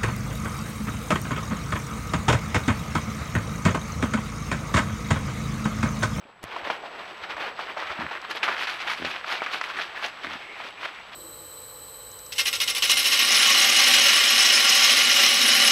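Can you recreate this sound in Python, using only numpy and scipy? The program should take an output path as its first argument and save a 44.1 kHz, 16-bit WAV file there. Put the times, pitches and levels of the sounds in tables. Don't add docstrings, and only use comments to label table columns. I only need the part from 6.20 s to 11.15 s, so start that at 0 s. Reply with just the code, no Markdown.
import sys
import numpy as np
from scipy import signal
from scipy.fft import rfft, irfft, next_fast_len
from scipy.io import wavfile
from scipy.ndimage import map_coordinates

SR = 44100
rng = np.random.default_rng(int(sys.argv[2]) if len(sys.argv) > 2 else 0)


def generate_wav(signal):
    frames = np.transpose(np.atleast_2d(signal))
    scaled = np.clip(frames, -1, 1) * 32767
    pcm = np.round(scaled).astype(np.int16)
    wavfile.write(sys.argv[1], SR, pcm)


def gain_from_db(level_db):
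    decades = np.asarray(level_db, float) / 20
    return 10 ** decades


N = 218293


def unit(x):
    return x / np.sqrt(np.mean(x ** 2) + 1e-20)


def curves(rows):
    s, *cols = np.transpose(rows)
    return [np.interp(np.arange(N) / SR, s, c) for c in cols]


def wobble(rate_hz):
    knots = rng.standard_normal(int(N * rate_hz / SR) + 4)
    return map_coordinates(knots, [np.arange(N) * rate_hz / SR])


def filtered(x, response):
    m = next_fast_len(len(x) + 8192)
    return irfft(rfft(x, m) * response(np.fft.rfftfreq(m, 1 / SR)), m)[:len(x)]


def coloured(x, points):
    point_hz, db = np.transpose(points)
    hz = np.fft.rfftfreq(4096, 1 / SR)
    gain = gain_from_db(np.interp(np.log(hz + 1), np.log(point_hz), db))
    cepstrum = irfft(np.log(gain))
    cepstrum[1:2048] *= 2
    cepstrum[2049:] = 0
    impulse = irfft(np.exp(rfft(cepstrum)))
    return signal.fftconvolve(x, impulse)[:N]


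def resonance(hz, width_hz):
    return lambda f: 1j * f * width_hz / (hz * hz - f * f + 1j * f * width_hz)


def rings(events, gain_db):
    out, t = np.zeros(N + SR), np.arange(SR // 10) / SR
    for start_s, peak_db, hz, cycles in events:
        attack = 1 - np.exp(-t * hz * 4)
        ring = np.sin(2 * np.pi * hz * t) * np.exp(-3 * t * hz / cycles) * attack
        out[round(start_s * SR):][:len(t)] += gain_from_db(peak_db + gain_db) * ring
    return out[:N]


# hz, level_db (per Hz)
NIGHT_COLOUR = [(15, -6), (30, -15), (60, -5), (120, -3), (250, -3.5), (500, -43), (900, -120)]


def night():
    rise_db = np.interp(np.arange(N) / SR, [.1, .3], [-5, 0])
    level_db = -64.0 + rise_db + 0.78 * wobble(16)
    return gain_from_db(level_db) * unit(coloured(rng.standard_normal(N), NIGHT_COLOUR))


# time_s, level_db
WHINE_LEVEL = [(0, -75), (.27, -75), (.45, -67), (4.95, -67)]


def whine():
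    carrier_hz, field_hz = 7796.2, 59.51
    t = np.arange(N) / SR
    flip = np.tanh(5 * np.sin(np.pi * field_hz * t))
    return np.sqrt(2) * gain_from_db(curves(WHINE_LEVEL)[0]) * flip * np.sin(2 * np.pi * carrier_hz * t)


# start_s, tick_db, thump_db
OPENING_TICKS = [
    (0.231, -33.5, -50),
    (0.2404, -29.5, -31.5),
    (0.25, -42, -52),
]


def opening_ticks():
    out, t = np.zeros(N), np.arange(SR // 25) / SR
    for start_s, tick_db, thump_db in OPENING_TICKS:
        rattle = 0.48 * rng.standard_normal(len(t)) * np.exp(-t / 0.0006)
        spike = -1.6 * np.exp(-t / .00006)
        push = -gain_from_db(thump_db + 9.0) * (1 - t / 0.0064) * np.exp(-t / 0.0006)
        out[round(start_s * SR):][:len(t)] += gain_from_db(tick_db) * (rattle + spike) + push
    burst_db = np.interp(np.arange(N) / SR, [.222, .228, .241, .247], [-90, -40, -39, -90])
    return out + gain_from_db(burst_db) * filtered(rng.standard_normal(N), resonance(600, 1200))


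# start_s, length_s, pitch_hz, level_db, width_hz
SNIFFS_AND_RUSTLES = [(4.21, .15, 2180, -47, 120), (4.07, .06, 2150, -48, 110), (4.31, .06, 4000, -58, 200),
                      (4.73, .06, 2160, -52, 110), (4.57, .03, 2500, -46, 200), (4.28, .06, 450, -52, 170),
                      (4.445, .04, 310, -53, 170), (3.55, .05, 340, -48, 170), (4.17, .3, 2250, -46, 1100),
                      (4.55, .3, 2300, -48.5, 1100)]


def sniffs_and_rustles():
    out = np.zeros(N)
    for start_s, length_s, hz, level_db, width_hz in SNIFFS_AND_RUSTLES:
        noise = rng.standard_normal(round(length_s * SR))
        air = filtered(noise, lambda f: resonance(hz, width_hz)(f) ** 2)
        out[round(start_s * SR):][:len(air)] += gain_from_db(level_db) * unit(air) * signal.windows.tukey(len(air), .25)
    return out


# time_s, pitch_hz, level_db
GRUNTS = [
    [(1.785, 80.8, -52), (1.81, 80.7, -41), (1.845, 73.3, -40), (1.885, 63.5, -54)],
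    [(2.786, 81.4, -43), (2.824, 84.2, -42.5), (2.855, 84, -39), (2.915, 82, -54)],
    [(4.036, 85, -52), (4.05, 83, -46), (4.09, 73.6, -49), (4.16, 64.3, -50), (4.19, 59.4, -54)],
]
# centre_hz, width_hz, gain_db
THROAT = [(77.5, 21, 0.5), (197, 200, -3), (273, 140, 2.5)]


def grunts():
    def throat(f):
        return sum(gain_from_db(gain_db) * resonance(hz, width_hz)(f) ** 2 for hz, width_hz, gain_db in THROAT)

    out = np.zeros(N)
    for rows in GRUNTS:
        on = slice(round(rows[0][0] * SR), round(rows[-1][0] * SR))
        pitch_hz, level_db = (c[on] for c in curves(rows))
        cycle = np.floor(np.cumsum(pitch_hz * (1 + .03 * wobble(70)[on])) / SR)
        pulse_db = 6 * (cycle % 2) + 1.2 * rng.standard_normal(len(pitch_hz))
        pulses = np.diff(cycle, prepend=0) * gain_from_db(pulse_db)
        breath = .02 * rng.standard_normal(len(pitch_hz))
        voice = filtered(pulses + breath, throat)
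        out[on] += gain_from_db(level_db) * unit(voice) * signal.windows.tukey(len(voice), .35)
    return out


# start_s, peak_db, pitch_hz
THUDS = [(.052, -45, 250), (1.79, -29.5, 200), (4.044, -40, 270), (4.07, -47, 250), (4.155, -40, 290),
         (2.822, -32, 350), (1.862, -37, 170), (.503, -23.5, 520), (0.429, -46, 84), (1.02, -48, 100),
         (1.143, -50, 57), (.247, -40, 110), (1.642, -51, 88), (1.715, -36, 480), (1.7, -42, 70),
         (1.8, -39, 280), (2.822, -28, 600), (2.847, -20.5, 570)]


def thuds():
    falls = rings([(s, db, hz, 2.5) for s, db, hz in THUDS], 6.5)
    return filtered(falls, lambda f: (1j * f / (45 + 1j * f)) ** 2)


# start_s, peak_db, pitch_hz, ring_cycles
SNAPS = [(0.364, -23, 1140, 7.3), (1.101, -20, 1110, 2.6), (1.166, -20, 1160, 2.8), (1.39, -19, 1100, 2.5),
         (1.568, -24, 1020, 2.4), (1.715, -13, 1190, 1.5), (1.807, -15, 940, 2.3), (1.823, -17, 1530, 2.4),
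         (1.973, -24, 1470, 5.8), (2.025, -22, 990, 2.1), (2.097, -21, 1230, 4.4), (2.229, -15, 2700, 12),
         (2.286, -17, 1290, 4.3), (2.366, -12, 1890, 2.5), (2.393, -18, 1740, 3.1), (2.825, -17, 1650, 3.1),
         (3.011, -15.5, 1560, 1.4), (3.043, -16, 1380, 3.8), (3.412, -6.5, 1580, 2), (3.439, -15, 2080, 4),
         (3.478, -19, 1350, 2.7), (3.598, -16.5, 1560, 4.3), (3.775, -20, 1690, 4.4),
         (4.046, -16.5, 1360, 3.2), (4.401, -19, 885, 3), (4.465, -24, 1440, 2.9)]
# start_s, peak_db, pitch_hz, ring_cycles
TICKS = [(.5005, -16, 1000, 6), (1.8658, -13, 1650, 2.3), (2.8492, -16, 1830, 1.4), (3.2195, -6, 1300, 1.1),
         (3.2625, -14, 2300, 4.5), (4.0695, -14.5, 2020, 2.4), (1.625, -13, 1080, 2),
         (1.891, -49, 12000, 1.5), (1.953, -32, 5000, 3), (1.978, -37, 9500, 1.5),
         (2.017, -25.5, 4700, 2.5), (2.018, -40, 10500, 1.8), (2.112, -29, 12300, 4),
         (2.158, -31, 12300, 4), (2.242, -38, 4600, 3), (2.365, -36, 4900, 3), (2.497, -28, 4500, 3),
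         (2.541, -33, 8500, 2.7), (2.561, -37, 10000, 2.5), (2.814, -41, 10000, 2.8),
         (3.107, -34, 10000, 2.3), (3.413, -28, 5130, 7.1), (3.44, -29, 4900, 4), (3.549, -46, 6000, 2.5),
         (3.58, -37, 8300, 10), (3.863, -29, 5870, 10), (4.03, -42.5, 4700, 3), (4.507, -29, 2900, 5.6),
         (3.205, -26, 2290, 30), (.041, -37, 2500, 6.3)]


def snaps():
    def twig_body(f):
        delay = np.exp(-2j * np.pi * f * 0.00125)
        return resonance(1800, 5000)(f) / (1 + 1j * f / 6000) * delay

    twigs = filtered(rings(SNAPS, 3.4), twig_body)
    direct = filtered(twigs + rings(TICKS, 1.9), lambda f: (1j * f / (250 + 1j * f)) ** 2)
    ground_echo = 0.22 * np.pad(direct, (130, 0))[:N]
    return direct + ground_echo


# start_s, peak_db, pitch_hz
CRACKS = [(0.5046, -30, 1060), (0.6587, -26, 1020), (1.4715, -23, 1180), (1.4983, -21, 1560),
          (1.701, -25, 1657), (1.7047, -28, 1640), (1.7883, -18, 1170), (1.8188, -15.5, 1260),
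          (1.953, -15, 1750), (2.0497, -26, 1100), (2.1137, -21, 1760), (2.1677, -18, 1700),
          (2.2337, -12, 2000), (2.2376, -8.5, 2100), (2.2485, -12, 1660), (2.2813, -15, 1180),
          (2.3136, -17, 1470), (2.317, -17, 1220), (2.3824, -18, 2070), (2.4108, -15, 1960),
          (2.4249, -9, 2560), (2.4348, -14, 1830), (2.452, -17, 1480), (2.4715, -20, 1600),
          (2.4904, -14.5, 1500), (2.6272, -16, 2420), (2.6833, -16, 1650), (2.7181, -20, 1700),
          (2.7338, -18, 1910), (2.7495, -17, 2220), (2.7831, -18, 2640), (2.8562, -12, 2120),
          (2.8691, -19, 1540), (2.9018, -31, 1950), (2.9415, -19, 2360), (2.9596, -18, 2490),
          (2.9638, -13.5, 2680), (3.0899, -22, 1250), (3.1083, -22, 1850), (3.1168, -25, 1800),
          (3.1207, -24, 1890), (3.2691, -21, 1330), (3.2991, -20, 1450), (3.3161, -21, 2570),
          (3.3451, -13.5, 1550), (3.495, -23, 1540), (3.5055, -24, 1400), (3.5589, -19, 1820),
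          (3.5683, -23, 1750), (3.5892, -13, 1780), (3.8266, -20, 1140), (3.8424, -12, 2630),
          (3.856, -24, 1600), (3.864, -24, 1920), (4.0766, -19, 1880), (4.1273, -20, 2320),
          (4.3571, -20, 2500), (4.6311, -18, 1230), (4.6584, -17, 1740), (4.7891, -23, 2330)]
# start_s, peak_db, pitch_hz
CRISPS = [(0.466, -38, 4230), (0.5048, -35, 4080), (0.5087, -33, 4100), (1.0363, -26, 4030),
          (1.1, -32, 4270), (1.4097, -33, 4210), (1.7993, -28, 4160), (1.8183, -29, 4280),
          (2.1024, -29, 4710), (2.1125, -21, 4650), (2.116, -20, 4700), (2.1879, -38, 4120),
          (2.4859, -31, 4294), (2.5012, -23, 4710), (2.5453, -36, 4460), (2.6271, -31, 4316),
          (2.6828, -31, 4030), (2.6913, -28, 4270), (2.7149, -25, 4430), (2.7365, -32, 4370),
          (2.7433, -29, 4480), (2.7653, -34, 4480), (2.7826, -36, 4110), (2.8265, -36, 5050),
          (2.8374, -36, 4210), (2.8502, -15, 4060), (2.8547, -19, 4120), (3.0001, -40, 4160),
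          (3.0844, -33, 4660), (3.1097, -23, 4300), (3.1279, -27, 4240), (3.1705, -32, 4720),
          (3.239, -25, 4400), (3.2545, -36, 4140), (3.2796, -38, 4550), (3.3245, -23, 4380),
          (3.3417, -27, 4150), (3.3731, -35, 4330), (3.5689, -34, 4510), (3.5998, -30, 4180),
          (3.6245, -32, 4100), (3.8582, -30, 4190), (3.8937, -35, 4350), (4.0469, -38, 4090),
          (4.4004, -35, 4420), (4.6532, -34, 4120), (4.804, -44, 4550), (4.871, -40, 4320)]
# start_s, peak_db, pitch_hz
SPECKS = [(1.7794, -57, 10960), (1.8243, -53, 10000), (2.0789, -57, 8800), (2.1009, -52, 9670),
          (2.1789, -49, 9650), (2.2588, -46, 9940), (2.4358, -46, 10020), (2.5228, -48, 11290),
          (2.5308, -48, 9570), (2.5963, -53, 9300), (2.7841, -50, 10400), (2.8343, -52, 9010),
          (2.9177, -45, 11570), (3.0425, -57, 8810), (3.0845, -50, 10250), (3.1138, -39, 9920),
          (3.1339, -40, 9900), (3.1506, -47, 11470), (3.4134, -48, 10740), (3.4408, -37, 9720),
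          (3.4446, -44, 9670), (3.508, -49, 11150), (3.6273, -51, 9770), (3.7851, -54, 10940),
          (3.9552, -57, 9190), (4.3846, -55, 9800), (4.5081, -44, 9940), (4.6094, -54, 10900),
          (4.8038, -59, 10520), (4.8814, -56, 11330)]


def crackles():
    def family(rows, cycles, gain_db, dull_hz):
        pieces = rings([(*row, cycles) for row in rows], gain_db)
        return filtered(pieces, lambda f: 1j * f / (450 + 1j * f) / (1 + 1j * f / dull_hz) ** 2)

    cracks = family(CRACKS, cycles=3.2, gain_db=3.5, dull_hz=3500)
    crisps = family(CRISPS, cycles=4.2, gain_db=4, dull_hz=6500)
    return cracks + crisps + family(SPECKS, cycles=4.2, gain_db=5, dull_hz=16000)


# start_s, peak_db, centre_hz, t60_s
CRUSHES = [(.328, -27, 795, 0.08), (.362, -17.5, 636, 0.063), (0.446, -25, 1330, .09),
           (.5, -14, 800, 0.071), (.636, -29.5, 816, 0.32), (0.793, -33, 850, 0.091),
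           (1.099, -21.5, 1080, 0.091), (1.166, -20, 1150, 0.063), (1.391, -20, 1100, 0.096),
           (1.568, -22, 800, 0.23), (1.7, -23, 1220, 0.12), (1.911, -18.5, 940, 0.06),
           (2.108, -16.5, 1500, 0.11), (2.23, -12, 2410, 0.11), (2.379, -23, 1760, 0.14),
           (2.601, -20.5, 2520, 0.12), (2.47, -16, 1900, 0.13), (2.847, -15.5, 1900, 0.12),
           (2.96, -21, 1450, 0.029), (3.045, -24, 1220, 0.032), (3.219, -14.5, 794, 0.049),
           (3.262, -15.5, 1290, 0.038), (3.412, -11.5, 1500, 0.037), (3.439, -17, 2070, 0.045),
           (3.495, -19, 1480, 0.08), (3.567, -19.5, 1760, 0.12), (3.825, -22, 934, 0.051),
           (3.842, -20, 1410, 0.091), (4.045, -18, 1500, 0.034), (4.651, -18, 1900, 0.04),
           (2.277, -15, 1250, .25)]


def crushes():
    out, t = np.zeros(N + SR), np.arange(SR // 8) / SR
    for start_s, peak_db, hz, t60_s in CRUSHES:
        def heap(f):
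            return resonance(hz, .9 * hz)(f) * resonance(1600, 4000)(f) / (1 + 1j * f / 5500) ** 3

        spray = rng.standard_normal(len(t)) * rng.random(len(t)) ** 1.6
        decay = gain_from_db(peak_db - 9 - 60 * t / max(t60_s, .01))
        attack = 1 - np.exp(-t / 0.0008)
        out[round(start_s * SR):][:len(t)] += decay * attack * unit(filtered(spray, heap))
    return out[:N]


def hush():
    dip_db, t = np.zeros(N), np.arange(N) / SR
    for start_s, peak_db, *_ in CRUSHES:
        depth_db = max(7.5 + 4 * peak_db, 0)
        dip_db -= depth_db * np.interp(t - start_s, [-.028, -.012, -.0005, .001], [0, 1, 1, 0], 0, 0)
    return gain_from_db(dip_db)


# time_s, level_db, dryness (0 deep damp layer, 1 brittle top)
LITTER = [(0, -53.5, 0.02), (.21, -56.5, 0.03), (.28, -48, 0.16), (.42, -42, 0.16), (.64, -44, 0),
          (.88, -40, 0.47), (1.3, -46.5, 0.01), (1.7, -45.5, 0.5), (2.03, -42.5, 0.45), (2.2, -44, 0.19),
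          (2.6, -36, 0.95), (3.02, -42.5, 0.67), (3.3, -40, 0.68), (3.7, -39, 0.69), (3.96, -42, 0.68),
          (4.3, -45.5, 0.37), (4.55, -45, 0.54), (4.95, -43.5, 0.8)]
# peak_s, peak_db, rise_s, fall_s (each
# over 10 dB), crispness_db
STEPS = [(.238, -39.5, 0.01, 0.0078, -2), (.325, -35.5, 0.063, 0.13, -2.5), (.452, -35, 0.013, 0.049, 1),
         (.476, -32.5, 0.025, 0.014, -5), (0.507, -28.5, 0.0091, 0.018, -1), (.54, -37, 0.063, 0.062, 1),
         (.655, -43, 0.04, 0.044, 1), (.803, -41, 0.01, 0.017, 3), (1.042, -33, 0.028, 0.034, -7),
         (1.105, -32.5, 0.013, 0.04, -1), (1.18, -38.5, 0.016, 0.047, -5), (1.228, -30, 0.044, 0.067, -0.5),
         (1.272, -34, 0.051, 0.04, -7), (1.399, -35, 0.032, 0.087, 1), (1.305, -44, .02, 0.016, -3),
         (1.47, -43, .008, .02, -8), (1.52, -40.5, .015, 0.017, 5), (1.5, -33, 0.036, 0.033, -14),
         (1.596, -30.5, 0.035, 0.045, -4), (1.629, -31.5, 0.036, 0.024, -13), (1.721, -32, 0.07, 0.035, -1),
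         (1.81, -30.5, 0.042, 0.051, -10), (1.93, -31.5, 0.048, 0.073, -11)]
# peak_s, peak_db, rise_s, fall_s (each over 10 dB), crispness_db
SHOVES = [(2.105, -34.5, 0.009, 0.024, 13.5), (2.165, -35, 0.028, 0.034, 9), (2.05, -35.5, .015, .015, -3),
          (2.243, -26, 0.011, 0.018, 8), (2.33, -33, .03, .03, -4), (2.29, -26, 0.07, 0.078, -11),
          (2.41, -30, 0.056, 0.073, 7), (2.499, -30.5, 0.028, 0.054, 8), (2.62, -37.5, 0.029, 0.015, 9),
          (2.678, -27.5, 0.013, 0.024, 3.5), (2.706, -29.5, 0.033, 0.04, 9), (2.735, -33, .02, 0.022, 5),
          (2.782, -38, .022, 0.027, 9), (2.91, -38.5, 0.027, 0.017, 12.5), (2.87, -31.5, 0.051, 0.079, 4),
          (2.96, -35, 0.033, 0.035, 2), (3.125, -26, 0.052, 0.055, 3.5), (3.228, -30, 0.015, 0.039, -5),
          (3.27, -31, 0.011, 0.043, -15), (3.34, -27, 0.025, 0.037, 7), (3.444, -37.5, 0.017, 0.035, 12),
          (3.5, -35, 0.032, 0.019, 5.5), (3.09, -38, 0.021, .02, -1), (3.243, -37, .015, .012, 6),
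          (3.594, -31, 0.04, 0.036, -2), (3.627, -32.5, 0.054, 0.03, 5.5), (3.89, -39, .02, 0.018, -4),
          (3.785, -33.5, 0.036, 0.037, -5), (3.85, -29.5, 0.045, 0.041, 6), (4.044, -35, 0.022, 0.039, 6.5),
          (4.132, -34, 0.056, 0.068, 2), (4.415, -36, 0.055, 0.066, -0.5), (4.467, -40, .025, 0.039, 9.5),
          (4.62, -37.5, 0.027, .02, 2), (4.654, -30, 0.025, 0.016, 3), (4.69, -38, 0.032, 0.061, -3),
          (4.93, -42, 0.017, .1, 6)]


def effort(settling_db, pushed_db, dry_db, per_crisp):
    roundness = 1.14
    t, (bed_db, dryness) = np.arange(N) / SR, curves(LITTER)
    power = gain_from_db(bed_db + settling_db) ** 2
    for peak_s, peak_db, rise_s, fall_s, crisp_db in STEPS + SHOVES:
        away = np.where(t < peak_s, (peak_s - t) / max(rise_s, .005), (t - peak_s) / max(fall_s, .005))
        push_db = peak_db + pushed_db + per_crisp * crisp_db - 10 * away ** roundness
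        power = power + gain_from_db(push_db) ** 2
    return np.sqrt(power) * gain_from_db(dry_db * dryness)


def crackle(colour, clumps, rate_hz, spread_db, hiss):
    when, size, sign = rng.random((3, N))
    sizes = gain_from_db(-abs(spread_db) * np.log(size + 0.0086))
    breaks = (when < rate_hz / SR) * sizes * np.sign(sign - .5)
    bed = unit(breaks) + hiss * rng.standard_normal(N)
    return unit(coloured(bed * clumps * gain_from_db(1.2 * wobble(45)), colour))


def folds(count, hz, cycles, spread_db):
    when, tone, size = rng.random((count, 3)).T[:, :, None]
    k = np.arange(900)
    turns = hz * np.exp(1.665 * (tone - .5)) * k / SR
    envelope = np.exp(-3 * turns / cycles) * (1 - np.exp(-2 * turns))
    ring = gain_from_db(-spread_db * np.log(size + 0.078)) * np.sin(2 * np.pi * turns) * envelope
    places = (when * N).astype(int) + k
    return unit(np.bincount(places.ravel(), ring.ravel(), N)[:N])


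# hz, level_db (per Hz)
LARGE_COLOUR = [(60, -58.5), (150, -17.5), (300, -9), (600, -1.5), (900, -1), (1500, -12.5), (3000, -52.5)]
MIDDLE_COLOUR = [(200, -50), (600, -20.5), (1100, 1), (1700, 1), (2600, -3.5), (4000, -15), (8000, -40)]
BRITTLE_COLOUR = [(1000, -54.5), (2300, 2), (3200, 1.5), (4500, -6), (6000, -16.5), (7300, -29.5),
                  (10000, -40)]
DUST_COLOUR = [(3000, -27), (6000, 10), (8000, 2.5), (11000, 3), (14300, -6), (16000, -6)]


def leaves():
    clumps = gain_from_db(0.87 * wobble(30.04) + 0.81 * wobble(110))
    large_gain = effort(settling_db=1.5, pushed_db=-2.5, dry_db=-11, per_crisp=0.07)
    middle_gain = effort(settling_db=0, pushed_db=0, dry_db=0, per_crisp=0)
    brittle_gain = effort(settling_db=-9.5, pushed_db=-8.5, dry_db=0.5, per_crisp=0.65)
    dust_gain = effort(settling_db=-31.5, pushed_db=-33, dry_db=3, per_crisp=1.13)

    large = crackle(LARGE_COLOUR, clumps, rate_hz=500, spread_db=2.0, hiss=1.0)
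    large = large + 0.34 * folds(count=700, hz=719.4, cycles=11.5, spread_db=2.0)
    middle = crackle(MIDDLE_COLOUR, clumps, rate_hz=900, spread_db=1.0, hiss=1.0)
    middle = middle + 0.42 * folds(count=1800, hz=1500, cycles=8.8, spread_db=1.5)
    brittle = gain_from_db(3.0) * crackle(BRITTLE_COLOUR, clumps, rate_hz=1000, spread_db=3.5, hiss=1.0)
    curls = .45 * folds(count=700, hz=2500, cycles=18, spread_db=2.5)
    dust = gain_from_db(1.5) * crackle(DUST_COLOUR, clumps ** 0.42, rate_hz=500, spread_db=1.0, hiss=1.3)

    coarse = large_gain * large + middle_gain * middle
    fine = brittle_gain * (brittle + curls) + dust_gain * dust
    return gain_from_db(-2.5) * hush() * (coarse + fine)


def scene():
    surroundings = night() + whine() + opening_ticks()
    boar = sniffs_and_rustles() + grunts() + thuds() + snaps() + crackles() + crushes() + leaves()
    return (surroundings + boar)[None]


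def low_pass(x):
    return signal.sosfilt(signal.butter(12, 15280, fs=SR, output="sos"), x)


def record(dry):
    mix = filtered(dry[0], lambda f: gain_from_db(-.2 * np.clip(f - 14450, 0, 400)))[None]
    return low_pass(mix)


dry = scene()
out = record(dry)
generate_wav(out)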